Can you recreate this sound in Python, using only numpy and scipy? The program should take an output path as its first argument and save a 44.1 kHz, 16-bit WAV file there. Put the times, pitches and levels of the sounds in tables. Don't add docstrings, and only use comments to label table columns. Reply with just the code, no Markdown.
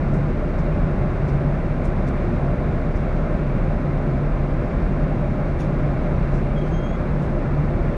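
import sys
import numpy as np
from scipy import signal
from scipy.fft import rfft, irfft
from scipy.io import wavfile

SR = 44100
rng = np.random.default_rng(int(sys.argv[2]) if len(sys.argv) > 2 else 0)


def log_audio(samples):
    frames = np.atleast_2d(samples).T
    limited = np.clip(frames, -1, 1)
    pcm = np.round(limited * 32767).astype(np.int16)
    wavfile.write(sys.argv[1], SR, pcm)


N = 351458
TIME = np.arange(N) / SR
BIN_HZ = np.maximum(np.arange(N // 2 + 1) * SR / N, 1)

# frequency in Hz, relative spectral density in dB.
RUSH_SPECTRUM = [(12, -55.5), (27, -46), (48, -45), (119, -48.5), (189, -48), (445, -60.5), (683, -61),
                 (853, -71.5), (1357, -68.5), (1962, -76), (2306, -76), (2869, -89.5), (6342, -101.6),
                 (7133, -106.3), (10300, -112.5), (11500, -124)]
# frequency in Hz, bandwidth in Hz, lift in dB.
RUSH_PEAKS_AND_DIPS = [(43.6, 3.8, 6.5), (158.4, 11, 4.5), (174, 6.4, 0.5), (252.6, 16, 1.2), (348.5, 16, 6),
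                       (382, 44, 3), (458, 23, -1), (510, 56, 3), (594.3, 45.4, 7.5), (710, 39, 1),
                       (743, 24, -3.5), (825, 121, 6), (1035, 130, 4), (2077, 54, 2.5), (2750, 64, 6),
                       (3760, 700, 2.5), (7600, 480, -1), (8400, 760, 3)]
# harmonic number, relative level in dB, spread of that level in dB.
HUM_HARMONICS = [(1, 0, .5), (2, -12, 2.5), (3, -21, 2)]
# time in seconds, frequency in Hz.
DRONE_PITCH_CONTOUR = [(0, 144), (.5, 143), (.78, 156), (1.05, 141), (1.65, 145), (2.5, 139), (2.95, 150),
                       (3.55, 144), (3.85, 150), (4.0, 142), (4.35, 142), (5.0, 146), (5.55, 148),
                       (5.8, 140), (6.45, 142), (6.72, 156), (7.05, 141), (7.97, 145)]
# time in seconds, relative level in dB.
DRONE_LEVEL_CONTOUR = [(0.0, -25), (0.24, -21.5), (0.35, -36), (0.86, -23), (0.98, -35.5), (1.02, -23),
                       (1.18, -33.5), (1.28, -23), (1.97, -29), (2.06, -23.5), (2.31, -29), (2.51, -20.5),
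                       (2.57, -33.5), (2.62, -26.5), (3.17, -28), (3.37, -34), (3.4, -21.5), (3.73, -23.5),
                       (3.79, -37.5), (3.88, -21.5), (4.02, -30.5), (4.11, -19.5), (4.28, -27.5),
                       (4.53, -23.5), (4.71, -39.5), (4.73, -27), (5.97, -25), (6.02, -31), (6.17, -24),
                       (6.21, -32.5), (6.35, -21), (6.41, -27.5), (6.57, -22), (6.88, -33), (7.17, -21.5),
                       (7.41, -30), (7.61, -19), (7.81, -37), (7.86, -29), (7.97, -29)]
# start in seconds, length in seconds, pitch in Hz, relative level in dB,
# level of the octave above it in dB relative to the fundamental, roughness from 0 to 1.
SQUEAK_CHIRPS = [(6.558, 0.016, 3270, -51, -22, .15), (6.576, 0.017, 3230, -45.5, -17, .1),
                 (6.609, .018, 3250, -49, -22, .15), (6.635, .06, 3050, -57, -12, 1),
                 (6.712, 0.021, 3200, -57, -5, 0.3), (6.736, 0.023, 3200, -50, -8, .1),
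                 (6.76, 0.034, 3230, -52.5, -7, .12), (6.794, 0.036, 3220, -53.5, -22, .15),
                 (6.832, .046, 3238, -49, -12, .12), (6.884, 0.03, 3270, -55, -5, .2),
                 (6.922, 0.02, 3350, -52, -13, 0.15), (6.945, .02, 3340, -58, -10, .4)]
# start in seconds, level in dB, attack and 1/e decay time in seconds.
FITTING_IMPACTS = [(5.590, -51, .002, .008), (5.597, -46.5, .006, 0.033)]
# frequency in Hz, bandwidth in Hz, relative level in dB.
FITTING_RESONANCES = [(1900, 500, 5), (2600, 700, 5), (3650, 1000, 1), (5600, 900, -3), (6560, 650, -2),
                      (9200, 1000, -9), (11000, 1200, -14)]
# start in seconds, level in dB, nominal length in seconds,
# centre of the hiss in Hz, bandwidth as a fraction of the centre.
RUSTLE_STROKES = [(0.126, -59, 0.049, 5900, 0.9), (0.578, -58, 0.034, 5500, 0.45),
                  (1.272, -55, .036, 4500, 0.6), (1.836, -55.8, .034, 5300, 1.6),
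                  (2.062, -57, .034, 5300, 1.3), (2.954, -57, 0.024, 5300, 0.45),
                  (6.303, -60, .095, 5600, 0.61), (6.653, -58, 0.049, 4200, .8), (7.19, -63, .08, 6000, .9)]


def air_rush(level_db=-22, gust_db=0.25, flicker_db=0.43):
    hz, db = np.transpose(RUSH_SPECTRUM)
    spectrum_db = np.interp(np.log(BIN_HZ), np.log(hz), db)
    spectrum_db += sum(lift * resonance(centre, width) for centre, width, lift in RUSH_PEAKS_AND_DIPS)
    low_cut = BIN_HZ / np.hypot(BIN_HZ, 10)
    roar = rfft(noise(undb(spectrum_db) * low_cut))
    octave = np.floor(np.log2(np.maximum(BIN_HZ, 64)))
    rush = 0
    for k in np.unique(octave):
        band = irfft(roar * (octave == k), N)
        rush += band * undb(flicker_db * fluctuation(19))
    return rush * undb(level_db - gust_db * fluctuation(0.86))


def engine_hum(pitch_hz=32.57, fundamental_db=-25.3, drift=0.00079):
    phase = phase_of(pitch_hz * (1 + drift * fluctuation(0.89)))
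    hum = 0
    for k, db, waver_db in HUM_HARMONICS:
        amplitude = undb(db + waver_db * fluctuation(4.5))
        hum += amplitude * np.sin(k * phase + rng.uniform(0, 2 * np.pi))
    return np.sqrt(2) * hum * undb(fundamental_db)


def engine_drone(level_db=-27, wander=0.0252, drift=0.00798, surge_db=1.4, flutter_db=0.86):
    hz = np.interp(TIME, *np.transpose(DRONE_PITCH_CONTOUR))
    hz *= 1 + wander * fluctuation(15.5) + drift * fluctuation(2.75)
    contour_db = np.interp(TIME, *np.transpose(DRONE_LEVEL_CONTOUR))
    swell_db = surge_db * fluctuation(4.8) + flutter_db * fluctuation(15)
    drone = np.sin(phase_of(hz)) * undb(contour_db + swell_db)
    return unit_rms(drone) * undb(level_db)


def squeak(edge_s=0.012, rise_hz_per_s=430, jitter=0.04, gain_db=-0.6, flutter_db=0.5):
    slip = jitter * fluctuation(400)
    hz = np.full(N, float(SQUEAK_CHIRPS[0][2]))
    tone_envelope, octave_envelope = 0, 0
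    for start, length, pitch, db, octave_db, roughness in SQUEAK_CHIRPS:
        age = TIME - start
        chirp_hz = (pitch + rise_hz_per_s * (age - length / 2)) * (1 + roughness * slip)
        takeover = np.clip(age / edge_s + 0.5, 0, 1)
        hz += takeover * (chirp_hz - hz)
        grip = np.clip(np.minimum(age, length - age) / edge_s + 0.5, 0, 1)
        tone_envelope += grip * undb(db)
        octave_envelope += grip * undb(db + octave_db)
    octave_envelope *= undb(1.2 * fluctuation(45))
    phase = phase_of(hz)
    chirps = tone_envelope * np.sin(phase) + octave_envelope * np.sin(2 * phase)
    return np.sqrt(2) * chirps * undb(gain_db + flutter_db * fluctuation(50))


def fitting_clack():
    response = sum(undb(db) * resonance(hz, width) for hz, width, db in FITTING_RESONANCES)
    envelope = 0
    for start, db, attack, decay in FITTING_IMPACTS:
        age = np.maximum(TIME - start, 0)
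        rise = np.minimum(age / attack, 1)
        fall = np.exp(-np.maximum(age - attack, 0) / decay)
        envelope += undb(db) * rise * fall
    return envelope * noise(response)


def rustles(grain_db=3, dull_hz=10000, settle_db=-23, settle_s=0.18, shuffle_floor_db=-82):
    grain = unit_rms(undb(grain_db * fluctuation(600)))
    softness = 1 / np.hypot(1, (BIN_HZ / dull_hz) ** 4)
    rubs, shuffle_power = 0, undb(shuffle_floor_db) ** 2
    for start, db, length, hz, width in RUSTLE_STROKES:
        age = np.maximum(TIME - start, 0)
        progress = age / (length / 2)
        stroke = progress * np.exp((1 - progress ** 2) / 2)
        hiss = noise(softness * resonance(hz, width * hz))
        rubs += undb(db) * stroke * grain * hiss
        settling = undb(db + settle_db) * np.minimum(progress, 1) * np.exp(-age / settle_s)
        shuffle_power += settling ** 2
    shuffle_envelope = np.sqrt(shuffle_power) * undb(1.2 * fluctuation(12))
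    return rubs + shuffle_envelope * noise(resonance(hz=8600, width_hz=4000))


def undb(db):
    return 10 ** (np.asarray(db) / 20)


def unit_rms(x):
    return x / np.sqrt(np.mean(x ** 2))


def phase_of(hz):
    return 2 * np.pi * np.cumsum(hz) / SR


def resonance(hz, width_hz):
    return 1 / (1 + ((BIN_HZ ** 2 - hz ** 2) / (BIN_HZ * width_hz)) ** 2)


def noise(gain):
    return unit_rms(irfft(rfft(rng.standard_normal(N)) * gain, N))


def fluctuation(rate):
    return noise(np.exp(-(BIN_HZ / (1 + rate)) ** 2))


def scene():
    return (air_rush() + engine_hum() + engine_drone() + rustles() + fitting_clack() + squeak())[None]


def record(dry):
    return signal.sosfilt(signal.ellip(8, 0.2, 70, 11200, fs=SR, output="sos"), dry)


dry = scene()
out = record(dry)
log_audio(out)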